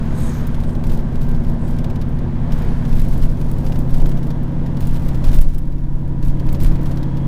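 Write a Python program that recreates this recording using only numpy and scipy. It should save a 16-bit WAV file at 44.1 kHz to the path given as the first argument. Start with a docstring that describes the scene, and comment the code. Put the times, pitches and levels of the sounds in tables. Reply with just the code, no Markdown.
"""Six-cylinder diesel and driveline of a double-decker bus drone through the cabin as speed slowly rises in one gear.
The drone is sine orders of engine speed, with gear whine and pulsed-noise combustion clatter.
Shaped noise makes the tyre roar, floor boom, body shaking, air hiss and twigs along the side.
Trim and small fittings rattle as bursts of ringing noise; panels knock as decaying sines.
Hard jolts are single low pushes, and a gain control ducks the din after an overload."""
import sys
import numpy as np
from scipy import signal
from scipy.fft import rfft, irfft, next_fast_len
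from scipy.io import wavfile
from scipy.ndimage import uniform_filter1d, minimum_filter1d, map_coordinates

SR = 44100
rng = np.random.default_rng(int(sys.argv[2]) if len(sys.argv) > 2 else 0)


def unload_wav(signal):
    """Save mono or channel-first audio to the path in sys.argv[1] as 16-bit WAV at rate SR, clipped to [-1, 1]."""
    wavfile.write(
        sys.argv[1],
        SR,
        np.round(np.clip(np.atleast_2d(signal).T, -1, 1) * 32767).astype(np.int16),
    )


N = 320607

# Engine speed: (time [s], four-stroke cycle rate [1/s])
ENGINE_SPEED = [(0.0, 10.828), (0.48, 10.874), (0.97, 10.871), (1.45, 10.891), (1.94, 10.917),
                (2.42, 10.973), (2.91, 11.03), (3.39, 11.059), (3.88, 11.114), (4.36, 11.168),
                (4.85, 11.228), (5.33, 11.265), (5.82, 11.321), (6.3, 11.369), (6.79, 11.414),
                (7.27, 11.417)]
MIDDLE_SPEED_HZ = 11.14  # engine cycle rate
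# Drone; mostly whole orders from the engine; fractional ones and 84 from the geared driveline:
# (multiple of cycle rate [-], level at middle speed [dB], slope [dB per cycle/s])
DRONE_ORDERS = [(12, -25, 7), (13, -35, -4), (13.62, -36.5, -9), (15, -28.3, -2), (17, -42, 5),
                (18, -42, -6), (19, -41, 9), (20, -46, -8), (20.43, -46, 9), (21, -33.5, -14), (22, -47, 2),
                (22.7, -36, -12), (25, -41, 9), (27.24, -44, 29), (28, -46, 6), (30, -51, 17),
                (31.78, -49, -7), (42, -57, 4), (44, -54, 13), (49.7, -54, 11), (60, -61, 20),
                (84, -55.5, 16), (88, -62, 12)]
# Drone level, slow changes, strongest in high orders: (time [s], level change at order 15 [dB])
DRONE_LEVEL = [(0, -1.5), (3, 0), (4.5, .5), (5.3, -0.5), (5.7, 2.5), (6.4, 0.45), (7.27, .5)]
# Gear whine: (time [s], relative tooth tone level [dB], relative octave level [dB])
GEAR_WHINE = [(0, -61, -77), (.5, -56, -76), (.8, -59, -75), (1.22, -56, -76), (1.31, -51, -78),
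              (1.4, -58, -77), (2.1, -57, -73), (2.5, -63, -78), (5.5, -66, -77), (6.95, -64, -70),
              (7.04, -63, -62.5)]
TEETH_PER_CYCLE = 144  # tooth meshes per engine cycle
# Combustion clatter: (time [s], level [dB])
CLATTER_LEVEL = [(0, -42), (.35, -40), (.7, -45.5), (2, -46), (2.35, -45), (2.62, -40.5), (3.3, -47.5),
                 (4.3, -46.5), (5.3, -44.5), (5.55, -46), (6.3, -48), (6.7, -45), (7.27, -46)]
# Air hiss: (time [s], level [dB])
AIR_LEVEL = [(0, -55.5), (.33, -52), (.65, -59.5), (1.6, -61), (2.3, -64), (2.6, -56.5), (3.1, -56),
             (4.2, -61), (4.5, -62.5), (5.3, -55), (5.9, -61.5), (7.27, -61)]
# Road surface, before bumps: (time [s], tyre roar level [dB], floor boom level [dB])
ROAD_LEVELS = [(0, -30.5, -24), (1.1, -31, -26), (2, -31.5, -23.5), (3.4, -32, -26), (3.75, -30, -24.5),
               (4.05, -30.5, -30.5), (4.45, -32.5, -27.5), (4.9, -33, -24.5), (5.3, -31, -23.5),
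               (5.7, -34, -25), (6.3, -33, -24.5), (7.27, -32.5, -26.5)]

# Rough road: (full strength from [s], hold [s], relative shaking [dB], relative chatter [dB])
ROUGH_STRETCHES = [(0.173, 0.17, -24.5, -55), (.52, .15, -21.5, -65), (0.863, 0.091, -14.5, -48.5),
                   (1.13, 0.37, -19, -57.5), (1.68, 0.11, -29, -55), (2.52, 0.22, -17.5, -53.5),
                   (2.891, .25, -13.5, -48.5), (3.172, 0.094, -11.5, -51), (3.394, 0.42, -21, -55),
                   (3.9, 0.2, -11.5, -50.5), (4.128, 0.15, -23, -58), (4.808, .15, -17, -49.5),
                   (5.03, 0.11, -19.5, -56), (5.244, 0.29, -10.5, -45), (5.5, 0.57, -13, -59),
                   (6.231, 0.078, -11.5, -52.5), (6.47, 0.086, -15, -55), (6.613, 0.074, -8.5, -45),
                   (6.83, 0.1, -24, -53)]
BUMP_ATTACK_S, SHAKE_RELEASE_S, CHATTER_RELEASE_S = 0.025, 0.059, 0.042
SMOOTH_SHAKE_DB, SMOOTH_CHATTER_DB = -21.5, -69  # floor on smooth road
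# Pothole jolts: (time [s], peak level [dB], half length of push [s])
POTHOLE_JOLTS = [(5.286, 0, .016), (5.404, 7.5, .019), (5.476, 4.5, .021), (6.665, -2.5, .013)]
# Body panel knocks: (time [s], relative level [dB])
PANEL_KNOCKS = [(.34, -29), (.968, -27), (1.12, -29), (3.697, -24), (3.735, -26), (3.815, -30), (3.89, -26),
                (4.021, -19.5), (4.305, -25)]
# Panel modes: (frequency [Hz], mean relative level [dB], t60 [s])
PANEL_MODES = [(310, 1, .08), (365, 1, .07), (420, -2, .06), (490, -3, .06), (575, -5, .05), (660, -1, .05),
               (770, -4, .04)]

# Trim against its frame: (first blow [s], number of blows [-], relative level [dB])
TRIM_RATTLES = [(.545, 2, -34), (.636, 3, -35.5), (.838, 2, -34), (.99, 1, -35.5), (1.155, 2, -35),
                (1.346, 1, -35.5), (1.447, 1, -40), (1.786, 5, -31), (2.188, 1, -38.5), (2.521, 1, -29.5),
                (2.62, 1, -36), (2.851, 1, -33.5), (2.928, 2, -33.5), (3.224, 1, -30.5), (3.295, 1, -37),
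                (3.371, 1, -39), (3.664, 2, -30.5), (3.757, 1, -36), (3.944, 6, -32), (4.304, 1, -32),
                (4.662, 1, -36), (4.769, 2, -35), (4.961, 1, -32), (5.088, 2, -33.5), (5.242, 1, -26.5),
                (5.283, 1, -30.5), (5.33, 2, -28), (5.724, 3, -38), (6.227, 1, -34), (6.397, 1, -32.5),
                (6.489, 5, -32), (6.755, 1, -36), (6.858, 4, -32), (7.17, 1, -36)]
SWING_S = 0.057  # between blows of a run
RUN_FADE_DB, BLOW_SCATTER_DB = 0.77, 1.3  # loss per blow, standard deviation
# Close small fitting: (time [s], relative level [dB])
FITTING_TICKS = [(0.4693, -27), (0.9492, -36), (1.2176, -35), (2.0892, -43), (3.0849, -32), (3.1772, -32),
                 (3.5134, -29.5), (3.7888, -31), (3.9075, -37), (4.0637, -32), (4.4313, -39),
                 (4.8708, -26.5), (5.0838, -31), (5.3443, -24), (5.3622, -28), (5.4121, -15.5),
                 (5.5817, -24), (6.2706, -34), (6.5266, -27), (6.6338, -23), (6.8304, -38)]
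BOUNCE_T60_S, CHATTER_T60_S = 0.014, 0.035

# Twigs: (middle [s], 1/e half length [s], centre [Hz], relative level [dB])
TWIG_SWISHES = [(0.24, 0.083, 8200, -47), (0.34, 0.066, 6100, -51), (0.22, 0.055, 3900, -54),
                (0.68, 0.091, 8400, -60), (1.667, 0.063, 7800, -57.5)]
# Twig squeal on glass: (frequency [Hz], mean relative level [dB])
SQUEAL_PARTIALS = [(3850, -6), (6550, 0), (8250, -9), (11600, -10), (13000, -8)]

# Noise spectra: (frequency [Hz], relative density [dB per Hz])
SWAY_SPECTRUM = [(4, -30), (9, -8), (14, 0), (18, -6), (23, -24), (40, -60)]
JUDDER_SPECTRUM = [(14, -53), (21, 4), (26, -4), (31, -2.5), (38, -18.5), (48, -31.5), (80, -44)]
BOOM_SPECTRUM = [(25, -28), (42, -0.5), (52, 3), (63, -8.5), (84, 4), (100, -4), (120, -16), (200, -51)]
ROAR_SPECTRUM = [(80, -21), (125, 4.5), (150, 13.5), (200, 8.5), (250, 5), (330, 8), (420, 0.5), (510, 1),
                 (670, -2), (780, -6.5), (950, -6.5), (1200, -17), (2500, -52)]
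CLATTER_SPECTRUM = [(400, -25), (800, 2.5), (1000, 3.5), (1200, -1), (1650, -1.5), (2100, -6.5),
                    (2700, -12.5), (3300, -12.5), (4500, -19.5), (8000, -31), (16000, -66)]
HISS_SPECTRUM = [(1500, 2.5), (3200, 2), (5000, 2), (8000, -2.5), (11000, -3), (15500, -11)]
CLACK_SPECTRUM = [(300, -35), (900, 10), (2000, 7), (3500, 6), (5500, 2.5), (7500, -4), (9500, -9),
                  (12000, -4.5), (16000, -20)]
TICK_SPECTRUM = [(3000, -40), (7000, -9.5), (9300, -4.5), (11000, -8.5), (13000, -3), (15500, -2)]

OVERLOAD_DB, DUCK_ATTACK_S = 1.5, 0.006
DUCK_HOLD_S, RECOVER_DB_PER_S = 0.46, 11.5
TOP_HZ = 15950


def amp(db):
    """Decibels to gain."""
    return 10 ** (np.asarray(db) / 20)


def unit(x):
    """Scale to rms 1."""
    return x / np.sqrt(np.mean(x ** 2) + 1e-20)


def curves(rows):
    """One value per sample for each column after the time."""
    time_s, *columns = np.transpose(rows)
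    t = np.arange(N) / SR
    return [np.interp(t, time_s, column) for column in columns]


def wobble(rate_hz):
    """Smooth random curve through rate_hz knots a second."""
    knots = rng.standard_normal(int(N * rate_hz / SR) + 4)
    return map_coordinates(knots, [np.arange(N) * rate_hz / SR])


def coloured(x, points):
    """Shape x by (Hz, dB) points; white noise keeps its power."""
    size = next_fast_len(N + SR // 2)
    hz, db = np.transpose(points)
    bins_hz = np.fft.rfftfreq(size, 1 / SR)
    gain = amp(np.interp(np.log(bins_hz + 1), np.log(hz + 1), db, right=-120))
    return irfft(rfft(x, size) * unit(gain), size)[:N]


def noise(points):
    """Coloured noise of rms 1."""
    return unit(coloured(rng.standard_normal(N), points))


def even(x, window_s):
    """Flatten the swells of a noise that outlast window_s."""
    power = np.abs(signal.hilbert(x)) ** 2
    mean_power = np.abs(uniform_filter1d(power, int(window_s * SR) + 1))
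    return unit(x / np.sqrt(mean_power + 1e-6))


def tone(turns, smear_rad):
    """Sine of rms 1 with an added phase deviation."""
    return np.sqrt(2) * np.sin(2 * np.pi * (turns + rng.random()) + smear_rad)


def ringing(points, ripple_db=1.0, ripple_hz=170):
    """A tenth of a second of noise through the dense, uneven resonances of one piece of trim."""
    size = SR // 10
    bins_hz = np.fft.rfftfreq(size, 1 / SR)
    hz, db = np.transpose(points)
    ripple = map_coordinates(rng.standard_normal(len(bins_hz)), [bins_hz / ripple_hz], mode="wrap")
    shape_db = np.interp(np.log(bins_hz + 1), np.log(hz + 1), db, left=-120, right=-120)
    gain = amp(shape_db + ripple_db * ripple)
    return unit(irfft(rfft(rng.standard_normal(size)) * gain, size))


def blow(t60_s, bounce_s, bounce_db, rise_s):
    """Envelope of one contact and two smaller bounces at random delays."""
    t = np.arange(SR // 10) / SR
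    power = amp(-60 * t / t60_s) ** 2 * (1 - np.exp(-t / rise_s))
    for delay_s in rng.random(2) * bounce_s:
        power += (t > delay_s) * amp(bounce_db - 60 * np.abs(t - delay_s) / BOUNCE_T60_S) ** 2
    return np.sqrt(power)


def bumpiness():
    """Shaking and chatter [dB]: each rough stretch builds them up, holds, then lets them decay."""
    t = np.arange(N) / SR
    shake_power, chatter_power = amp(SMOOTH_SHAKE_DB) ** 2, amp(SMOOTH_CHATTER_DB) ** 2
    for start_s, hold_s, shake_db, chatter_db in ROUGH_STRETCHES:
        rise = np.clip((t - start_s) / BUMP_ATTACK_S + 1, 0, 1)
        after_s = np.maximum(t - start_s - hold_s, 0)
        shake = amp(shake_db) * rise * np.exp(-after_s / SHAKE_RELEASE_S)
        chatter_gain = amp(chatter_db) * rise * np.exp(-after_s / CHATTER_RELEASE_S)
        shake_power = shake_power + shake ** 2
        chatter_power = chatter_power + chatter_gain ** 2
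    return 10 * np.log10(shake_power), 10 * np.log10(chatter_power)


def air_hiss():
    """Broadband air noise on a slow level curve."""
    level_db, = curves(AIR_LEVEL)
    return amp(level_db) * noise(HISS_SPECTRUM)


def tyre_roar(shake_db, roar_db, grows=0.046, flutter_db=1.16):
    """Fluttering tyre noise that grows slightly on rough road."""
    level_db = roar_db + grows * (shake_db - SMOOTH_SHAKE_DB) + flutter_db * wobble(25)
    return amp(level_db) * noise(ROAR_SPECTRUM)


def floor_boom(shake_db, boom_db, grows=0.3):
    """Floor resonances boom louder on rough road."""
    level_db = boom_db + grows * (shake_db - SMOOTH_SHAKE_DB)
    return amp(level_db) * even(noise(BOOM_SPECTRUM), 0.074)


def body_shaking(shake_db, sway_db=1, judder_db=-3):
    """Bumps rock the upper deck; each jolt is one heavy push that briefly displaces the rocking."""
    t = np.arange(N) / SR
    rocking = amp(shake_db + sway_db) * even(noise(SWAY_SPECTRUM), 0.08)
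    rocking += amp(shake_db + judder_db) * even(noise(JUDDER_SPECTRUM), 0.08)
    pushes = np.zeros(N)
    for time_s, peak_db, half_s in POTHOLE_JOLTS:
        u = (t - time_s) / half_s
        pushes += amp(peak_db) * (1 - 2 * u ** 2) * np.exp(-u ** 2)
        rocking *= 1 - np.exp(-(u / 2) ** 2)
    return rocking + pushes


def twigs(scratch_db=2.5, skirt_db=-12, squeal_db=-51, squeal_s=0.3, squeal_half_s=0.16):
    """Twigs brush past in short scratchy noise swells; one swell of unsteady tones squeals on glass."""
    t, out = np.arange(N) / SR, np.zeros(N)
    for middle_s, half_s, hz, db in TWIG_SWISHES:
        band = [(hz / 4, -40), (hz * 0.76, skirt_db), (hz, 0), (hz * 1.44, skirt_db), (hz * 2, -28)]
        out += amp(db) * np.exp(-((t - middle_s) / half_s) ** 2) * noise(band)
    squeal = np.zeros(N)
    for hz, db in SQUEAL_PARTIALS:  # each wavers on its own
        squeal += amp(db + 4 * wobble(30)) * tone(hz * t, 2 * wobble(400))
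    out += amp(squeal_db) * np.exp(-((t - squeal_s) / squeal_half_s) ** 2) * unit(squeal)
    return out * amp(scratch_db * wobble(180))


def chatter(level_db, fizz_db=-5, tick_db=-4.0, clack_db=-1, contacts_hz=120, spread_db=5):
    """Small fittings buzz in dense, irregular contacts, harder on rough road."""
    t = np.arange(SR // 20) / SR
    strengths = amp(spread_db * np.clip(rng.standard_normal(N), -2, 2))
    contacts = (rng.random(N) < contacts_hz / SR) * strengths
    power = signal.fftconvolve(contacts ** 2, amp(-60 * t / CHATTER_T60_S) ** 2)[:N]
    bursts = unit(np.sqrt(np.abs(power)))
    contact_noise = amp(tick_db) * noise(TICK_SPECTRUM) + amp(clack_db) * noise(CLACK_SPECTRUM)
    return amp(level_db) * (bursts * contact_noise + amp(fizz_db) * noise(HISS_SPECTRUM))


def ticks(tick_db=-10, clack_db=-6):
    """A small hard fitting snaps against its seat, short and bright."""
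    out = np.zeros(N + SR)
    for time_s, db in FITTING_TICKS:
        colour = ringing(TICK_SPECTRUM) + amp(clack_db) * ringing(CLACK_SPECTRUM)
        envelope = blow(t60_s=0.04, bounce_s=0.009, bounce_db=-7, rise_s=0.0004)
        out[round(time_s * SR):][:len(colour)] += amp(db + tick_db) * colour * envelope
    return out[:N]


def rattles(clack_db=-5.5, bright_db=-13):
    """Loose trim clacks dryly once a swing, on average weaker each time."""
    out = np.zeros(N + SR)
    for start_s, blows, db in TRIM_RATTLES:
        for k in range(round(blows)):
            colour = ringing(CLACK_SPECTRUM) + amp(bright_db) * ringing(TICK_SPECTRUM)
            level_db = db + clack_db - RUN_FADE_DB * k + BLOW_SCATTER_DB * rng.standard_normal()
            envelope = blow(t60_s=0.045, bounce_s=0.011, bounce_db=-5, rise_s=0.00056)
            first = round((start_s + SWING_S * k) * SR)
            out[first:][:len(colour)] += amp(level_db) * colour * envelope
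    return out[:N]


def knocks(rise_s=0.00056, level_db=-11, spread_db=2):
    """A panel thuds in its frame, its modes at new strengths each time."""
    out, t = np.zeros(N + SR), np.arange(SR // 5) / SR
    for time_s, db in PANEL_KNOCKS:
        ring = np.zeros(len(t))
        for hz, mode_db, t60_s in PANEL_MODES:
            strength_db = mode_db + spread_db * rng.standard_normal()
            ring += amp(strength_db - 60 * t / t60_s) * tone(hz * t, 0)
        out[round(time_s * SR):][:len(t)] += amp(db + level_db) * ring * (1 - np.exp(-t / rise_s))
    return out[:N]


def combustion_clatter(cycles, firing_depth=0.13):
    """Six cylinders pulse the clatter noise six times per four-stroke cycle."""
    level_db, = curves(CLATTER_LEVEL)
    firing = 1 + firing_depth * np.cos(2 * np.pi * 6 * cycles)
    return amp(level_db) * unit(firing * noise(CLATTER_SPECTRUM))


def whine(cycles):
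    """Meshing gear teeth sing a thin, wavering note and its octave."""
    tooth_db, octave_db = curves(GEAR_WHINE)
    backlash_rad = 0.7 * wobble(30)
    swell = amp(1.3 * wobble(14) - 0.5)
    tooth = amp(tooth_db) * tone(TEETH_PER_CYCLE * cycles, backlash_rad)
    octave = amp(octave_db) * tone(2 * TEETH_PER_CYCLE * cycles, 2 * wobble(70))
    return swell * (tooth + octave)


def drone(speed_hz, cycles, waver_db=1.0, tilt=0.21):
    """Engine and shaft orders swell and fade as speed carries them across the cabin's resonances."""
    out = np.zeros(N)
    change_db, = curves(DRONE_LEVEL)
    for order, db, slope_db in DRONE_ORDERS:
        level_db = db + slope_db * (speed_hz - MIDDLE_SPEED_HZ) + waver_db * wobble(7)
        level_db += change_db * (order / 15) ** tilt  # strongest in high orders
        smear_rad = 0.07 * np.sqrt(order / 12) * wobble(10)
        out += amp(level_db) * tone(order * cycles, smear_rad)
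    return out


def gain_control(x):
    """An overload quickly turns the gain down; it stays down a while, then creeps back."""
    over_db = np.maximum(20 * np.log10(np.abs(x) + 1e-9) - OVERLOAD_DB, 0)
    half_hold = int(DUCK_HOLD_S * SR) // 2
    # origin makes the window look back only
    held_db = -minimum_filter1d(-over_db, 2 * half_hold + 1, origin=half_hold, mode="constant")
    ramp_db = RECOVER_DB_PER_S * np.arange(N) / SR
    duck_db = np.maximum.accumulate(held_db + ramp_db, axis=-1) - ramp_db
    pole = np.exp(-1 / (DUCK_ATTACK_S * SR))
    return x * amp(-signal.lfilter([1 - pole], [1, -pole], duck_db))


def scene():
    """Sum of all sources as heard from a seat upstairs."""
    speed_hz, = curves(ENGINE_SPEED)
    cycles = np.cumsum(speed_hz) / SR
    shake_db, chatter_db = bumpiness()
    roar_db, boom_db = curves(ROAD_LEVELS)
    road = tyre_roar(shake_db, roar_db) + floor_boom(shake_db, boom_db) + body_shaking(shake_db)
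    fittings = chatter(chatter_db) + ticks() + rattles() + knocks()
    engine = combustion_clatter(cycles) + whine(cycles) + drone(speed_hz, cycles)
    return (air_hiss() + road + twigs() + fittings + engine)[None]


def record(dry):
    """Gain control, soft clipping of the microphone overload, then a sharp band limit."""
    ducked = gain_control(dry)
    clipped = ducked / (1 + np.abs(ducked / 0.98) ** 20) ** (1 / 20)
    size = next_fast_len(N + SR // 2)
    passband = np.fft.rfftfreq(size, 1 / SR) < TOP_HZ
    return irfft(rfft(clipped, size) * passband, size)[:, :N]


dry = scene()
out = record(dry)
unload_wav(out)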